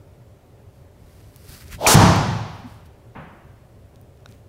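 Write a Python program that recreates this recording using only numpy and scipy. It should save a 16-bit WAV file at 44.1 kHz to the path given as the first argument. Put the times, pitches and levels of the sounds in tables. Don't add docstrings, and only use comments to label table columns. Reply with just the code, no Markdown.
import sys
import numpy as np
from scipy import signal
from scipy.io import wavfile
from scipy.ndimage import uniform_filter1d

SR = 44100
rng = np.random.default_rng(int(sys.argv[2]) if len(sys.argv) > 2 else 0)


def invert_db(x):
    u = np.asarray(x, float) / 20
    return 10 ** u


def file_out(sig):
    cols = np.atleast_2d(sig).T
    lim = np.clip(cols, -1, 1)
    pcm = np.round(lim * 32767).astype(np.int16)
    wavfile.write(sys.argv[1], SR, pcm)


N = 197700

# [f/Hz, t60/s], t60 = time to fall by 60 dB
HALL_RING = [(60, 1.6), (120, 1.1), (250, 1.014), (1000, 1.126), (3000, 1.216), (5500, 1.013), (8000, 0.76),
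             (12000, 0.69), (16000, .4)]
# [f/Hz, level/dB per Hz]
AIR_COLOUR = [(15, -39.5), (25, -14), (107, 1.5), (148, -10.5), (189, -13), (361, -16.5), (391, -13),
              (512, -19.5), (602, -20), (688, -19.5), (809, -24), (1500, -32), (4500, -41.5), (15700, -46)]
# [f/Hz, level/dB]
FAN_HUM = [(393.0, -68.5), (543.7, -67), (592.2, -66.5)]
# [f/Hz, level/dB per Hz]
SLACK_CLOTH = [(400, -21.5), (1300, 0.5), (3460, -3.5), (4640, 1), (7080, -6), (7740, -3.5), (11900, -3),
               (15700, -7)]
TAUT_CLOTH = [(600, -28.5), (1200, -5.5), (2200, -0.5), (3500, -8), (8320, -11), (15700, -15)]
# [peak t/s, level/dB, rise/s, fall/s, tautness/0-1]
RUBS = [(0.33, -85, 0.073, .08, .1), (0.77, -68.5, 0.069, .08, .1), (1.17, -60.5, 0.25, .35, 0.34),
        (1.46, -55.5, 0.16, .04, 0), (1.492, -53, 0.022, .06, 0), (1.55, -45, 0.084, .09, 0),
        (1.625, -49.5, 0.027, .035, 0.8), (1.68, -52, .04, .04, 0.5), (1.733, -38.5, 0.034, .04, 1),
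        (1.86, -42.5, .08, .012, .1), (2.33, -61, .2, .2, 0.2), (2.57, -63.5, .12, .12, 0),
        (2.68, -60, .03, .2, 0.2), (2.858, -61, 0.0088, .025, .1), (4.305, -60.5, 0.056, 0.12, 1)]
# [peak t/s, level/dB, rise/s, fall/s]
JOLTS = [
    (1.08, -49.5, .1, .08),
    (1.41, -51, 0.07, .07),
    (1.5, -41, 0.022, 0.097),
    (1.79, -36.5, 0.19, 0.12),
    (1.875, -22.5, 0.017, 0.045),
    (4.299, -47.5, 0.028, 0.049),
]
# [t/s, level/dB before a shared 9.5 dB lift, f/Hz, t60/s]
TICKS = [(1.3615, -32.5, 13500, 0.00035), (1.682, -41, 5600, 0.00063), (2.16, -30, 13000, 0.0009),
         (2.8574, -54, 4246, 0.0007), (3.1454, -62, 4500, 0.003), (3.9474, -63, 4500, 0.0007),
         (3.959, -46, 4100, 0.00077), (4.0143, -44.5, 14800, 0.0007), (4.1746, -54, 3760, 0.00082),
         (4.2054, -56, 4050, 0.00087), (4.29, -48, 5940, 0.0007), (4.314, -48, 7500, 0.00072),
         (4.3241, -45, 3980, 0.0012)]
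# [f/Hz, level/dB, t60/s]
LIP_CLICK_RING = [(1460, -33, 0.012), (2600, -37, .004), (3820, -34, 0.008), (5500, -40, 0.007)]
# [f/Hz, t60/s]
FACE_PING = (2400, .016)
# [f/Hz, level/dB, t60/s]
LOW_PING = (1050, -5, .016)
# [f/Hz, level/dB, t60/s]
HEAD_RING = [(4500, -4, .1), (5720, 2, 0.1), (5900, -3, .09), (6260, -10, .1), (7140, -11.5, .12),
             (9130, -8, .04)]
# [f/Hz, level/dB, t60/s]
HALL_BAND_RING = (4450, 3, .04)
# [f/Hz, level/dB per Hz]
CRACK_COLOUR = [(120, -34), (200, -15), (340, -17), (580, -17), (877, -11), (2030, -21.5), (6300, -20.5),
                (9420, -34), (15700, -56.5)]
# [t/s, level/dB]
WALL_SLAPS = [
    (1.8742, -3),
    (1.8835, -8),
    (1.8882, -4),
    (1.8905, -4),
    (1.896, -8),
    (1.9203, -6),
]
# [f/Hz, level/dB per Hz]
FLIGHT_COLOUR = [(1500, -20), (4000, -9.5), (7000, 4), (11000, -1), (16000, -9.5)]
# [f/Hz, level/dB, t60/s]
BOOM_RING = [(107.5, -0.5, 1.175), (145.7, -7, 0.59), (173.7, -1.5, 0.77), (320.2, -10.5, 0.73),
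             (351.7, -12, 0.82)]
# [f/Hz, level/dB per Hz]
THUD_COLOUR = [(30, -23), (100, -0.5), (170, 1.5), (260, -9), (500, -14.5), (850, -6.5), (1400, -17),
               (2500, -28), (6000, -37.5), (14000, -64.5)]
# [t/s, f/Hz, level/dB, t60/s]
PUNCHES = [
    (1.9535, 155, 1.5, .11),
    (2.038, 190, -3, .08),
]
# [t/s, f/Hz, level/dB, length/s]
SAG = (2.632, 246, -32, 0.055)
# [f/Hz, level/dB per Hz]
DROP_COLOUR = [(50, -31), (140, 0), (400, -11), (1100, -10), (2000, -17), (3000, -27), (4500, -44),
               (9000, -70)]
# [t/s, f/Hz, level/dB, t60/s]
FLOOR_BUMP = (3.1625, 165, -30, .09)

STRIKE_S, SCREEN_S = 1.8645, 1.943


def evened(x):
    return x / np.sqrt(np.mean(x ** 2) + 1e-20)


def read(points, hz):
    f, value = np.transpose(points)
    return np.interp(np.log(hz + 1), np.log(f + 1), value)


def add(mix, s, sound):
    part = mix[round(s * SR):][:len(sound)]
    part += sound[:len(part)]


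def coloured(x, points):
    hz = abs(np.fft.fftfreq(8192, 1 / SR))
    log_gain = np.log(invert_db(np.maximum(read(points, hz), -90)))
    response = np.exp(signal.hilbert(log_gain).conj())
    taps = np.fft.ifft(response).real[:4096]
    return signal.fftconvolve(x, taps)[:len(x)]


def ringing(modes, seconds):
    t = np.arange(round(seconds * SR)) / SR
    return sum(invert_db(db - 60 * t / t60) * np.sin(2 * np.pi * hz * t) for hz, db, t60 in modes)


def hall(fill_s):
    echoes = np.zeros(2 * SR)
    at = np.arange(0, 2 * SR - 12, 12)
    echoes[at + rng.integers(0, 12, len(at))] = rng.choice([-1., 1.], len(at))
    hz, t, z = signal.stft(echoes, SR, nperseg=512)
    fade = invert_db(-60 * t / read(HALL_RING, hz)[:, None])
    tail = signal.istft(z * fade, SR, nperseg=512)[1]
    tail *= 1 - np.exp(-np.arange(len(tail)) / (fill_s * SR))
    return tail / np.linalg.norm(tail)


def blow(spectrum, fill_s):
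    x = coloured(hall(fill_s), spectrum)
    return x / np.sqrt(np.mean(x[:3500] ** 2))


def move(s, db, rise_s, fall_s):
    t = np.arange(N) / SR - s
    distance = np.minimum(abs(t) / np.where(t < 0, rise_s, fall_s), 3)
    return invert_db(db - 21 * distance ** 2.0)


def ventilation():
    frames, hz, t = N // 512 + 5, np.fft.rfftfreq(2048, 1 / SR), np.arange(N) / SR
    a, b, patches = rng.standard_normal((frames, 1025, 3)).T
    patches = evened(uniform_filter1d(uniform_filter1d(patches, 12, 0), 6, 1))
    patchy_db = 0.9
    z = (a + 1j * b) * invert_db(read(AIR_COLOUR, hz)[:, None] + patchy_db * patches)
    air = signal.istft(z, nperseg=2048, noverlap=1536)[1][:N]
    out = invert_db(-47.5) * evened(air)
    for f, db in FAN_HUM:
        waver = evened(uniform_filter1d(rng.standard_normal(N), 3000))
        phase = 2 * np.pi * f * t + 0.57 * np.cumsum(waver) / 600
        out += invert_db(db + 3 + 1.2 * waver) * np.sin(phase)
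    return out


def cloth():
    unevenness_db = 1.8 * evened(uniform_filter1d(rng.standard_normal(N), 90))
    grains = rng.standard_normal(N) * invert_db(unevenness_db)
    slack = evened(coloured(grains, SLACK_CLOTH))
    tight = evened(coloured(grains, TAUT_CLOTH))
    out = np.zeros(N)
    for *row, taut in RUBS:
        out += move(*row) * ((1 - taut) * slack + taut * tight)
    jolt_colour = [(15, -28.5), (40, -4), (90, 0.5), (200, -9.5), (500, -36.0), (2000, -85)]
    jolts = evened(coloured(rng.standard_normal(N), jolt_colour))
    return out + sum(move(*row) for row in JOLTS) * jolts


def ticks_and_lip_click():
    out, t = np.zeros(N), np.arange(400) / SR
    for s, db, hz, t60 in TICKS:
        add(out, s, invert_db(db + 9.5 - 60 * t / t60) * np.cos(2 * np.pi * hz * t))
    add(out, 4.2598, -ringing(LIP_CLICK_RING, .05))
    return out


def swish():
    start_s, level_db, pitch_hz, rest_share = 1.775, -18.5, 795, .75
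    speed = np.linspace(.01, 1, round((STRIKE_S - start_s) * SR))
    noise = rng.standard_normal(SR)[:len(speed)]
    pitch = pitch_hz * (rest_share + (1 - rest_share) * speed)
    turn = np.exp(2j * np.pi * np.cumsum(pitch) / SR)
    r = np.exp(-np.pi * 340 / SR)
    whistle = (turn * signal.lfilter([1], [1, -2 * r, r * r], noise / turn)).real
    skirt = coloured(noise, [(1200, -34.5), (3200, 6.5), (5000, -1.5), (9000, -16.0), (16000, -18.5)])
    loudness = invert_db(level_db + 33.5 * np.log10(speed))
    x = loudness * (evened(whistle) + invert_db(-14.0) * evened(skirt))
    x = np.pad(x * np.clip((1 - speed) / 0.025, 0, 1), (0, SR))
    return start_s, x + invert_db(1.5) * signal.fftconvolve(x, hall(.01))[:len(x)]


def strike():
    out, u = np.zeros(N), np.linspace(-3, 3, 70)
    level_db, head_s = -2.5, STRIKE_S + .0055
    ping_hz, ping_t60 = FACE_PING
    ping = ringing([(ping_hz, 0, ping_t60), LOW_PING], .05)
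    add(out, STRIKE_S, ping * (1 - np.exp(-np.arange(len(ping)) / (.0007 * SR))))
    head = ringing(HEAD_RING, .5)
    add(out, head_s, invert_db(-15) * head)
    into_hall = invert_db(-7.5) * head + ringing([HALL_BAND_RING], .5)
    add(out, head_s, invert_db(level_db - 17) * signal.fftconvolve(into_hall, hall(0.0035)))
    add(out, STRIKE_S, invert_db(level_db - 12.0) * blow(CRACK_COLOUR, 0.0083))
    pulse = (1 - .7 * u ** 2) * np.exp(-u ** 2 / 2)
    for s, db in WALL_SLAPS:
        add(out, s - 35 / SR, -invert_db(db) * pulse)
    return out


def flight():
    level_db, fall_db_per_s = -15, 41
    t = np.arange(round((SCREEN_S + .008 - STRIKE_S) * SR)) / SR
    hiss = evened(coloured(rng.standard_normal(len(t)), FLIGHT_COLOUR))
    edges = np.clip(t / .008, 0, 1) * np.clip((t[-1] - t) / .005, 0, 1)
    x = np.pad(invert_db(level_db - fall_db_per_s * t) * edges * hiss, (0, SR))
    return STRIKE_S + .001, x + invert_db(-10.5) * signal.fftconvolve(x, hall(.01))[:len(x)]


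def screen():
    out, t, level_db = np.zeros(N), np.arange(2 * SR) / SR, 4
    add(out, SCREEN_S, -invert_db(level_db - 3.5) * np.hanning(40))
    boom = (1 - np.exp(-t / 0.0023)) * ringing(BOOM_RING, 2)
    add(out, SCREEN_S + .001, invert_db(level_db - 11.5) * boom)
    for s, *mode in PUNCHES:
        add(out, s, ringing([mode], .2))
    add(out, SCREEN_S, invert_db(level_db - 14) * blow(THUD_COLOUR, 0.013))
    s, hz, db, length = SAG
    bump = t[:round(length * SR)]
    add(out, s, invert_db(db) * np.hanning(len(bump)) * np.sin(2 * np.pi * hz * bump))
    return out


def ball_drop():
    out = np.zeros(N)
    drop = blow(DROP_COLOUR, 0.0086)
    early_db = 3.5 * np.exp(-np.arange(len(drop)) / (0.05 * SR))
    add(out, 3.148, invert_db(-40 + early_db) * drop)
    add(out, FLOOR_BUMP[0], -ringing([FLOOR_BUMP[1:]], .15))
    return out


def scene():
    out = ventilation() + cloth() + ticks_and_lip_click() + strike() + screen() + ball_drop()
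    add(out, *swish())
    add(out, *flight())
    return out[None]


def low_pass(x):
    return signal.sosfilt(signal.butter(12, 16360, fs=SR, output="sos"), x)


def record(dry):
    fall = np.arange(N) * 120.0 / SR
    peak_db = 20 * np.log10(abs(dry[0]) + 1e-9)
    held_peak_db = np.maximum.accumulate(peak_db + fall) - fall
    over_db = np.maximum(held_peak_db - 0.5, 0)
    held = dry / invert_db(uniform_filter1d(over_db, 90))
    treble_cut = signal.firwin(401, 15780, window=("kaiser", 9), fs=SR)
    held = signal.oaconvolve(held, treble_cut[None], "same")
    return low_pass(np.clip(held, -1, 1))


dry = scene()
out = record(dry)
file_out(out)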